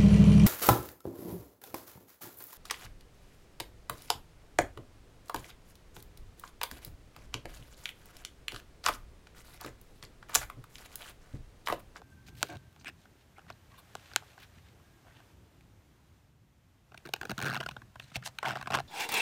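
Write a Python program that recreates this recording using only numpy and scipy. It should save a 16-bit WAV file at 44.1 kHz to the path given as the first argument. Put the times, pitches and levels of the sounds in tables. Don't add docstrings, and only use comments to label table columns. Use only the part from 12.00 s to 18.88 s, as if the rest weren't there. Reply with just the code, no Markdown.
import sys
import numpy as np
from scipy import signal
from scipy.fft import rfft, irfft
from scipy.io import wavfile
from scipy.ndimage import uniform_filter1d, map_coordinates

SR = 44100
rng = np.random.default_rng(int(sys.argv[2]) if len(sys.argv) > 2 else 0)


def master_out(mix):
    frames = np.transpose(np.atleast_2d(mix))
    ceiling = np.clip(frames, -1, 1)
    pcm = np.round(ceiling * 32767).astype(np.int16)
    wavfile.write(sys.argv[1], SR, pcm)


def gain_from_decibels(decibels):
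    exponent = np.asarray(decibels, float) / 20
    return 10 ** exponent


N = 303252

# hz, level_db_per_hz
RUMBLE_SPECTRUM = [(15, -48.5), (25, -8), (94, 0.5), (151, -6), (173, -8.5), (230, -12), (383, -19.5),
                   (432, -22.5), (502, -38.5), (900, -32.5), (1170, -55.5), (1980, -120)]
# at_s, level_db
RUMBLE_LEVEL = [(0.0, -60.5), (0.4, -55.5), (0.55, -62.5), (0.98, -60), (1.11, -65.5), (1.51, -62),
                (1.97, -64.5), (2.54, -63), (3.81, -63), (4.65, -68.5), (5.09, -66), (5.22, -61.5),
                (5.51, -69), (5.63, -56), (5.78, -63.5), (6.49, -68.5), (6.62, -59), (6.87, -57.5)]
# hz, level_db_per_hz
HISS_SPECTRUM = [(200, 2), (600, 7.5), (2600, 0.5), (4200, -1), (4900, -1), (6000, -2.5), (9000, -9),
                 (10400, -7.5), (12000, -10), (15200, -11), (16000, -33.5)]
# at_s, level_db
HISS_LEVEL = [(0, -68.5), (.4, -66.5), (.65, -67.5), (1.3, -67.5), (1.7, -65.5), (2.1, -60.5), (2.6, -65.5),
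              (3.0, -66), (3.31, -65), (3.35, -68), (4.2, -70), (4.35, -74), (4.85, -72), (5.0, -67.5),
              (5.5, -59), (5.9, -68), (6.3, -65.5), (6.88, -63.5)]
# at_s, level_db, pitch_hz
WHISTLE = [(0, -72, 1558), (.08, -69, 1560), (.1, -77, 1565), (.13, -58.5, 1570), (.155, -78, 1565),
           (.18, -60.5, 1567), (.24, -71, 1567), (.26, -74, 1568), (.3, -69, 1570), (.5, -64, 1570),
           (.66, -76, 1563), (.78, -76, 1569), (.86, -82.5, 1563), (2.4, -82, 1613), (2.75, -79, 1605),
           (2.98, -71, 1620), (3.03, -91, 1610)]

# peak_s, rise_s, fall_s, level_db, centre_hz
RUBS = [(.285, 0.018, 0.016, -55, 2490), (.41, 0.041, 0.1, -53.5, 2550), (.497, 0.0069, 0.059, -57.5, 2180),
        (1.03, 0.05, 0.022, -67, 2600), (1.21, 0.039, 0.026, -67, 2000), (1.385, 0.02, 0.024, -63, 1150),
        (1.496, 0.015, 0.017, -52.5, 1290), (1.72, 0.017, 0.086, -64.5, 1260),
        (1.79, 0.015, 0.016, -57, 2010), (2.1, 0.17, 0.15, -61, 1913), (2.18, 0.011, 0.025, -64, 4000),
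        (2.3, 0.029, 0.037, -64, 2000), (2.42, 0.027, 0.027, -52, 1900), (2.56, 0.044, 0.04, -66, 1770),
        (2.67, 0.042, 0.044, -65.5, 1770), (3.08, 0.013, 0.04, -64, 685), (3.19, 0.09, 0.032, -64, 1000),
        (3.31, 0.063, 0.01, -76.5, 1230)]
# peak_s, rise_s, fall_s, level_db, centre_hz
DRAGS = [(5.48, 0.052, 0.063, -46.5, 1010), (6.023, 0.016, 0.033, -63, 2830),
         (6.12, 0.11, 0.028, -63.5, 1770), (6.162, 0.016, 0.0093, -39.5, 1730),
         (6.264, 0.013, 0.018, -38.5, 2430), (6.352, 0.004, 0.004, -68, 2510),
         (6.238, 0.0021, 0.0087, -50, 1500), (6.472, 0.033, 0.054, -39.5, 1010),
         (6.585, 0.025, 0.057, -54.5, 1200), (6.754, 0.014, 0.004, -32, 1950)]
# peak_s, rise_s, fall_s, level_db, centre_hz
CREAKS = [(0.45, 0.004, 0.021, -50, 420), (.433, .003, 0.0086, -43.5, 420), (.433, .003, .011, -40, 200),
          (1.79, .012, .012, -57, 1400), (2.1, 0.0045, .005, -62, 1100), (3.08, 0.024, 0.031, -67, 870),
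          (3.16, 0.022, .03, -68, 2640), (5.6, .004, 0.025, -54, 400), (0.55, 0.034, 0.026, -48.5, 88),
          (.806, 0.011, 0.015, -57, 4600), (0.884, 0.021, 0.012, -41, 2300),
          (0.01, 0.022, 0.018, -59.5, 420), (0.884, .03, 0.034, -58.5, 290), (1.11, .06, 0.12, -68.5, 280),
          (2.72, 0.029, 0.088, -70, 360), (3.07, 0.023, 0.051, -62.5, 660), (3.17, 0.035, 0.055, -70, 850),
          (5.3, 0.0048, 0.028, -43, 200), (5.25, 0.019, 0.026, -50.5, 270), (5.3, 0.0059, 0.011, -48, 370),
          (5.48, 0.067, 0.058, -46, 410), (3.06, 0.32, 0.93, -69.5, 290),
          (6.165, 0.0058, 0.016, -46.5, 630), (6.269, 0.011, 0.019, -44.5, 740),
          (6.25, 0.06, 0.067, -55.5, 142)]
# peak_s, rise_s, fall_s, level_db, centre_hz
SWISHES = [(.12, .04, 0.03, -74, 6000), (.285, 0.015, .012, -65, 8800), (.42, 0.066, 0.084, -62.5, 8700),
           (.886, 0.012, .009, -55.5, 9000), (1.79, .012, 0.015, -57, 9600),
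           (2.42, 0.022, 0.023, -62, 8850), (6.168, 0.0048, 0.0059, -54, 6000),
           (6.245, .004, .02, -63, 6000)]
# peak_s, rise_s, fall_s, level_db, centre_hz
SQUEAKS = [(.878, 0.018, 0.01, -51, 2300), (1.725, .015, 0.028, -61, 1100), (1.79, .012, 0.012, -58, 1150),
           (1.79, 0.011, 0.011, -64, 3700), (.88, 0.014, .01, -47.5, 1820), (.885, 0.014, 0.01, -48, 4970),
           (.885, .024, .009, -58, 8400), (.802, .004, 0.0071, -60, 5930), (1.372, 0.011, .008, -63, 2200),
           (1.375, .012, .008, -64, 1480), (1.498, 0.0043, .003, -61, 3500),
           (3.104, 0.0037, 0.005, -59, 1520), (3.115, .004, .004, -66, 1800),
           (3.174, .004, .004, -68, 1850), (1.526, .003, .003, -59.5, 4170),
           (6.022, 0.0043, 0.035, -63, 4100)]

# at_s, crack_db, panel_rel_db, slider_rel_db, hollow_rel_db, treble_db
SNAPS = [
    (.018, -57, 10.5, 3.5, -11, -17),
    (.4289, -15, -14, -10, -25, -5),
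    (1.9530, -34.5, -0.5, -5.5, -21, -10),
    (2.1612, -11, -18.5, -10, -42, -1.5),
]
# at_s, crack_db, panel_rel_db, slider_rel_db, contact_ms
TICKS = [(0.415, -43, -4, -20, 1.2), (0.283, -47.5, -10, -11, 2), (0.4688, -46, -20, -15, 1.9),
         (0.554, -47, -13, -12, 3.45), (0.568, -45, -25, -16, 2.4), (0.728, -59, -21, -23, 0.49),
         (0.762, -51, -5.5, -10, 0.38), (0.8107, -51.5, -13, -14, 1.6), (0.846, -40.5, -10, -33, 0.57),
         (0.883, -40, -4.5, -31, 0.42), (1.0543, -58, -1, 5.5, 1.5), (1.3914, -54.5, 1.5, 6.5, 1.53),
         (1.5013, -37, -1.5, -12, 1.14), (1.3827, -68, 20, 18, 1), (1.418, -68, 7, 6, 0.77),
         (1.466, -62.5, 6, -1, 1.1), (3.2022, -60.5, 4, 2, 1), (5.001, -67, 2, 3, 1.3),
         (.229, -69, -7, -13, .5), (.353, -53, -18, -20, .5), (0.527, -47, -8, -4, 0.91),
         (2.1142, -47.5, -9, 0, 0.65), (2.135, -39, -16, -9, 0.95), (2.2238, -60, 10.5, -10, 1),
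         (2.233, -62, 8, -3, 1.2), (2.378, -59.5, 10.5, 10, 1.25), (2.799, -69, 10, -8, 0.65),
         (3.609, -53.5, -22, -14, 0.5)]
# at_s, level_db, pitch_hz
THUMPS = [(1.53, -50.5, 122), (5.323, -40, 133), (5.776, -46, 128.2), (5.826, -52.5, 127),
          (5.959, -50, 121), (6.029, -50, 129), (6.163, -37.5, 123), (6.285, -51, 130), (6.461, -59, 130)]
# at_s,
# scrape_db, panel_rel_db, slider_rel_db, hollow_rel_db
TEETH = [(4.918, -52, 0, -7, -9), (4.9429, -46.5, -1.5, -1, -7), (4.975, -39, -15.5, -31, -35),
         (5.1356, -19.5, -11, -15, -33), (5.1605, -42, -6, -3, -14), (5.2118, -33.5, -6, 2.5, -17),
         (5.6613, -34, -5, 3, -14), (5.6875, -29.5, -6, -32, -22), (5.7649, -42, 1, 2.5, -4.5),
         (5.8176, -48, -1, 3, -2.5), (5.9566, -58.5, 14.5, 12, 4), (5.9968, -33.5, -13, -6, -37),
         (6.0214, -50, -29, -8, -8), (6.1169, -59.5, 4, 8, 7), (6.1554, -22.5, -22, -32, -16.5),
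         (6.2238, -50.5, -11, 7.5, -30), (6.3854, -26, -20, -11, -51), (6.4286, -36, 7, 1, -36),
         (6.4435, -47, 14, 15, 0.5), (6.658, -43, -2, 3, -7), (6.6718, -30, -0.5, -16, -17),
         (6.7027, -33, 3, -15, -9), (6.7195, -33, 2, 1, -16), (6.7332, -25, -5.5, -25, -38),
         (5.0524, -43.5, 0, 0.5, -10), (5.0593, -43, -4, -3, -6), (5.071, -47, 0, -2, -5),
              (5.088, -43, 2, -10, -10), (5.2302, -39, 1.5, 2, -16), (5.2514, -36.5, -3, -1, -15),
              (5.2695, -52, -2, -5, -10), (5.2942, -32.5, -7, -2.5, -8), (5.3051, -30.5, -8, -6.5, -7.5),
              (5.3132, -32, -1, -2.5, -21), (5.3785, -30.5, -23, -2, -6), (5.3883, -32.5, -5.5, -4, -8),
              (5.4009, -33.5, -6, -4, -24), (5.4135, -30.5, -11, -3, -12),
              (5.4235, -29.5, -14, -1.5, -10.5), (5.432, -33.5, -8, -3, 0), (5.4436, -32, -4.5, -2, -10),
              (5.4535, -33.5, -7, 2, -6), (5.46, -30.5, -11, -0.5, -11), (5.4661, -32, -12, 3, -16),
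              (5.473, -37, -7, 6.5, -3), (5.4809, -35.5, -10, 5, -10), (5.4906, -35, -6, 2, 0),
              (5.498, -32, -10, 0, -22), (5.5061, -34.5, -20, 4, -19), (5.515, -37.5, -14, 5, 0.5),
              (5.5264, -36, -1, 0, -4), (5.5354, -30.5, -12, -5, -18), (5.5436, -28.5, -5, -12, -18),
              (5.553, -31, -11, -0.5, -11), (5.5632, -29.5, -3, -3, -13), (5.572, -32.5, -9, -1, -7.5),
              (5.6025, -29.5, -7, -5.5, -13), (5.6086, -32.5, -2, -4, -16), (5.6283, -42.5, -7, 7, -16),
              (5.6344, -39, -9, -2, -12), (5.71, -39, -12, -9, -11), (5.716, -46, -7, -2, -4),
         (6.4327, -47, 5, 11, -17), (6.4518, -38, 6.5, 8.5, -22), (6.4599, -33.5, 3, -1, -14),
               (6.4661, -43, 13, 5, -12), (6.4733, -33.5, 5.5, -9, -9), (6.4823, -27.5, -3, -14, -18),
               (6.4887, -35, -2, -5, -13), (6.4973, -33, -1, -6, -16), (6.506, -32.5, 0.5, 2, -9),
               (6.5161, -41.5, 1, 5.5, -4), (6.5228, -39, 0, -13, -2), (6.5321, -45, 9, -3, -1.5),
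               (6.547, -53, 7, -4, -8), (6.5544, -35.5, -3.5, 3.5, -27), (6.5605, -37, 5, -11, -9),
               (6.5702, -36.5, 3, -8, -23), (6.5754, -57, 0, 2, 5), (6.591, -51.5, -3, -5, 4),
               (6.5945, -53, 6, -9, -14), (6.6024, -53, 1, -10, -17), (6.6112, -36.5, -4, 0.5, -25),
               (6.6258, -37.5, -2.5, -1.5, -19), (6.6767, -41.5, -3, -3, -15), (6.7085, -42.5, 8.5, -1, -6),
               (6.7242, -34, 0, -8, -6), (6.7402, -23.5, -2, -10, -21), (6.7474, -26.5, 2.5, 0, -14),
               (6.7507, -30, 2, 0.5, -15), (6.7565, -31, -6, -7, -18), (6.763, -33, -3, -19, -8),
               (6.771, -30.5, 2, -11, -14), (6.779, -38, -5, -3, -24), (6.7858, -28, -0.5, -6, -25),
               (6.7945, -36, -3, -2, -18), (6.8004, -32.5, 3.5, -8, -30)]
# at_s, treble_tilt_db, panel_tilt_db
FACING = [(4.9, -7, -8), (5.051, 5, -33), (5.14, 5.5, -18), (5.3, 1.5, -20), (5.45, 3, -12),
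          (5.6, -2.5, 15), (6.0, -5.5, 23), (6.3, -11, 2), (6.42, -3, 10), (6.88, -6, 10)]

# hz, width_hz, level_db
SCRAPE = [(2200, 1100, -7), (2680, 485, -1.5), (3840, 1210, -4), (4250, 1120, -2.5), (5560, 1300, -13),
          (6770, 590, -17), (8580, 620, -22.5), (11500, 1000, -23), (14730, 830, -27.5), (15900, 900, -30),
          (12500, 8000, -33)]
# hz, width_hz, level_db
CRACK = [(1900, 650, -4), (2750, 900, 4.5), (3700, 1700, 2), (5650, 1200, -4.5), (6850, 650, -9),
         (8400, 910, -16.5), (11300, 1500, -13.5), (14610, 1800, -16.5), (15910, 1200, -24.5)]
# hz, width_hz, level_db
PANEL = [(335, 100, -7), (460, 140, -5), (600, 150, 0), (745, 200, 7.5), (910, 130, 3), (1060, 200, 2)]
# hz, width_hz, level_db
SLIDER = [(1160, 130, 0.5), (1345, 340, 6), (1559, 270, 12), (1770, 440, 1.5)]
# hz, width_hz, level_db
HOLLOW = [(134.4, 12, -3), (226, 91, -7), (310, 150, -9)]
# hz, width_hz, level_db
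GROAN = [(325, 50, 0), (430, 66, -7), (560, 50, -6.5), (707, 20, -0.5), (887, 21, -9), (1086, 46, -12),
         (1570, 71, -4), (2280, 170, -12), (3500, 680, -19)]
# hz, width_hz, depth_0_to_1
NOTCHES = [(4720, 3300, 0.37), (10500, 870, 0.5)]

LEAD_MS = 8
GIVE_DB = 11


def rms_one(x):
    return x / np.sqrt(np.mean(x ** 2) + 1e-20)


def in_time(rows):
    s, *columns = np.transpose(rows)
    return [np.interp(np.arange(N) / SR, s, column) for column in columns]


def drift(rate_hz):
    knots = rng.standard_normal(2000)
    return map_coordinates(knots, [np.arange(N) / SR * rate_hz + 2], order=3)


def coloured(spectrum):
    hz, level_db = np.transpose(spectrum)
    grid_hz = np.fft.rfftfreq(N, 1 / SR) + 1
    gain = gain_from_decibels(np.interp(np.log(grid_hz), np.log(hz), level_db, -90, -90))
    return rms_one(irfft(rfft(rng.standard_normal(N)) * gain, N))


def resonate(x, hz, width_hz):
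    r = np.exp(-np.pi * width_hz / SR)
    zeros = [(1 - r * r) / 2, 0, (r * r - 1) / 2]
    poles = [1, -2 * r * np.cos(2 * np.pi * hz / SR), r * r]
    return signal.lfilter(zeros, poles, x)


def body(bursts, modes, window_ms, spread_db, treble_db=0, sign=-1):
    luck = rng.standard_normal((len(bursts), len(modes)))
    rung = 0
    for k, (hz, width_hz, level_db) in enumerate(modes):
        tilt_db = treble_db * np.log2(hz / 3000) / 2
        strength_db = level_db + spread_db * luck[:, k] + tilt_db
        rung = rung + sign ** k * gain_from_decibels(strength_db)[:, None] * resonate(bursts, hz, width_hz)
    power = uniform_filter1d(rung ** 2, size=int(window_ms * SR / 1000), axis=1)
    return rung / np.sqrt(power.max(axis=1, keepdims=True))


def contact_time(contact_ms):
    after_ms = np.arange(int(0.15 * SR)) / SR * 1000 - LEAD_MS
    return after_ms, after_ms / contact_ms[:, None]


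def ring_bodies(rows, bright, bursts, push, panel_tilt_db=0):
    at_s, level_db, panel_db, slider_db, hollow_db = np.transpose(rows)[:5]
    sound = gain_from_decibels(-4.0) * bright
    sound += gain_from_decibels(panel_db - 3)[:, None] * body(bursts, PANEL, 5, 3, panel_tilt_db)
    sound += gain_from_decibels(slider_db - 3)[:, None] * body(bursts, SLIDER, 4, 3)
    sound += gain_from_decibels(hollow_db - 1.0)[:, None] * body(push, HOLLOW, 3.3, 1.0)
    length = sound.shape[1]
    out = np.zeros(N + length)
    where = ((at_s - LEAD_MS / 1000) * SR).astype(int)[:, None] + np.arange(length)
    np.add.at(out, where, gain_from_decibels(level_db)[:, None] * sound)
    return out[:N]


def scraping_contacts(rows, contact_ms, treble_db=0, panel_tilt_db=0, give_db=GIVE_DB):
    after_ms, t = contact_time(contact_ms)
    push = np.exp(-((t - 0.6) / np.where(t < 0.6, 0.36, 0.82)) ** 2) + 1e-9
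    shiver = np.where(t < 0, np.exp(after_ms / 0.8), np.exp(-after_ms / 5.5))
    grit = rng.standard_normal(t.shape) * gain_from_decibels(2 * rng.standard_normal(t.shape))
    grit[np.arange(len(t)), np.abs(t - 0.45).argmin(axis=1)] = gain_from_decibels(give_db)
    sharp = (push + gain_from_decibels(-26) * shiver) * grit
    bursts = (push + gain_from_decibels(-8.5) * shiver) * grit
    bright = body(sharp, SCRAPE, 1.7, 1.3, treble_db)
    return ring_bodies(rows, bright, bursts, push, panel_tilt_db)


def background():
    rumble_db, = in_time(RUMBLE_LEVEL)
    rumble = gain_from_decibels(rumble_db + 2.5 + 1.6 * drift(14)) * coloured(RUMBLE_SPECTRUM)
    hiss_db, = in_time(HISS_LEVEL)
    hiss = gain_from_decibels(hiss_db + 0.18 * drift(26)) * coloured(HISS_SPECTRUM)
    whistle_db, whistle_hz = in_time(WHISTLE)
    wander_hz = 11 * drift(40)
    turns = np.cumsum(whistle_hz + wander_hz) / SR
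    whistle = gain_from_decibels(whistle_db + 1.5 * drift(40)) * np.sin(2 * np.pi * turns)
    return rumble + hiss + whistle


def rubs():
    out, t = np.zeros(N), np.arange(N) / SR
    grit = rng.standard_normal(N) * gain_from_decibels(4 * drift(300))
    modes = PANEL + SLIDER + SCRAPE
    rung = sum(gain_from_decibels(db) * resonate(grit, hz, width_hz) for hz, width_hz, db in modes)
    cloth = grit + gain_from_decibels(-9.5) * rung
    kinds = [(RUBS, 1.88), (DRAGS, 2.3), (CREAKS, 0.43), (SWISHES, 1.4), (SQUEAKS, 0.13)]
    for rows, relative_width in kinds:
        for peak_s, rise_s, fall_s, level_db, hz in rows:
            width_hz = relative_width * hz
            start = max(int((peak_s - 4 * rise_s) * SR), 0)
            part = slice(start, int((peak_s + 4 * fall_s) * SR))
            slope_s = np.where(t[part] < peak_s, rise_s, fall_s)
            swell = np.exp(-((t[part] - peak_s) / slope_s) ** 2)
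            band = resonate(resonate(cloth[part], hz, width_hz), hz, 2 * width_hz)
            out[part] += gain_from_decibels(level_db) * swell * rms_one(band)
    return out


def snaps():
    after_ms, t = contact_time(np.full(len(SNAPS), 0.045))
    push = np.exp(-((t - 0.6) / 0.61) ** 2) + 1e-9
    grit = rng.standard_normal(t.shape) * gain_from_decibels(2 * rng.standard_normal(t.shape))
    rattle = gain_from_decibels(-24.5) * (t > 0) * np.exp(np.minimum(-after_ms, 0) / 1.7) * grit
    sharp = np.gradient(push, axis=1) + rattle
    treble_db = np.transpose(SNAPS)[5]
    bright = body(sharp, CRACK, 1.7, 1.3, treble_db, sign=1)
    return ring_bodies(SNAPS, bright, push, push)


def ticks():
    *columns, contact_ms = np.transpose(TICKS)
    hollow_db = -34.5 + 10.5 * contact_ms
    rows = np.transpose([*columns, hollow_db])
    return scraping_contacts(rows, np.maximum(contact_ms, 0.05))


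def steadied(x):
    return x / np.sqrt(uniform_filter1d(x ** 2, size=500) + 1e-3 * np.mean(x ** 2))


def groan():
    start_s, end_s, level_db, fade_db = 0.488, 0.568, -44, 6
    slips_per_s, slow_by, slip_sharpness = 130, 0.32, 1.6
    along = (np.arange(N) / SR - start_s) / (end_s - start_s)
    held = np.clip(np.minimum(along / 0.091, (1 - along) / 0.08), 0, 1)
    slips = slips_per_s * (end_s - start_s) * along * (1 - slow_by * along / 2)
    slips = slips + 0.08 * drift(90)
    noise = rng.standard_normal(N) * np.exp(-slip_sharpness * (slips % 1))
    sung = np.zeros(N)
    for hz, width_hz, mode_db in GROAN:
        ring = resonate(resonate(noise, hz, width_hz), hz, 3.1 * width_hz)
        sung += gain_from_decibels(mode_db) * steadied(ring)
    return gain_from_decibels(level_db - fade_db * np.clip(along, 0, 1)) * held * rms_one(sung)


def thumps():
    push_ms, width_hz = 4.16, 9.4
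    out, t = np.zeros(N), np.arange(int(0.2 * SR)) / SR
    push = np.exp(-((t * 1000 / push_ms - 2) ** 2))
    for at_s, level_db, hz in THUMPS:
        boom = resonate(push, hz, width_hz)
        out[int(at_s * SR):][:len(t)] += gain_from_decibels(level_db) * boom / np.abs(boom).max()
    return out


def zipper():
    tooth_ms, shorter_db_per_s, harder_db_per_s = 2.7, 1.6, 5
    teeth = np.array(TEETH)
    at_s, level_db = teeth.T[:2]
    contact_ms = tooth_ms * gain_from_decibels(rng.standard_normal(len(teeth)))
    contact_ms = contact_ms * gain_from_decibels(-shorter_db_per_s * (at_s - 5.5))
    facing_s, facing_treble_db, facing_panel_db = np.transpose(FACING)
    treble_db = np.interp(at_s, facing_s, facing_treble_db)
    treble_db = treble_db + 0.28 * np.minimum(level_db + 35.0, 0)
    panel_tilt_db = np.interp(at_s, facing_s, facing_panel_db)
    give_db = GIVE_DB + harder_db_per_s * (at_s - 6)
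    return scraping_contacts(teeth, contact_ms, treble_db, panel_tilt_db, give_db)


def tail(x):
    level_db, t60_s = -24.5, 0.13
    t = np.arange(int(0.2 * SR)) / SR
    wash = rng.standard_normal(len(t)) * gain_from_decibels(-60 * t / t60_s) * (t > 0.003)
    wash = resonate(wash, 1300, 3000)
    return gain_from_decibels(level_db) * signal.fftconvolve(x, wash / np.sqrt(np.sum(wash ** 2)))[:N]


def scene():
    near = rubs() + snaps() + ticks() + groan() + thumps() + zipper()
    return (background() + near + tail(near))[None]


def low_pass(x):
    return signal.sosfilt(signal.butter(12, 16870, fs=SR, output="sos"), x)


def record(dry):
    x = signal.sosfilt(signal.butter(3, 42, "high", fs=SR, output="sos"), dry)
    for hz, width_hz, depth in NOTCHES:
        x = x - depth * resonate(x, hz, width_hz)
    x = signal.sosfilt(signal.cheby2(12, 70, 17250, fs=SR, output="sos"), x)
    return low_pass(x)


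dry = scene()
out = record(dry)
master_out(out)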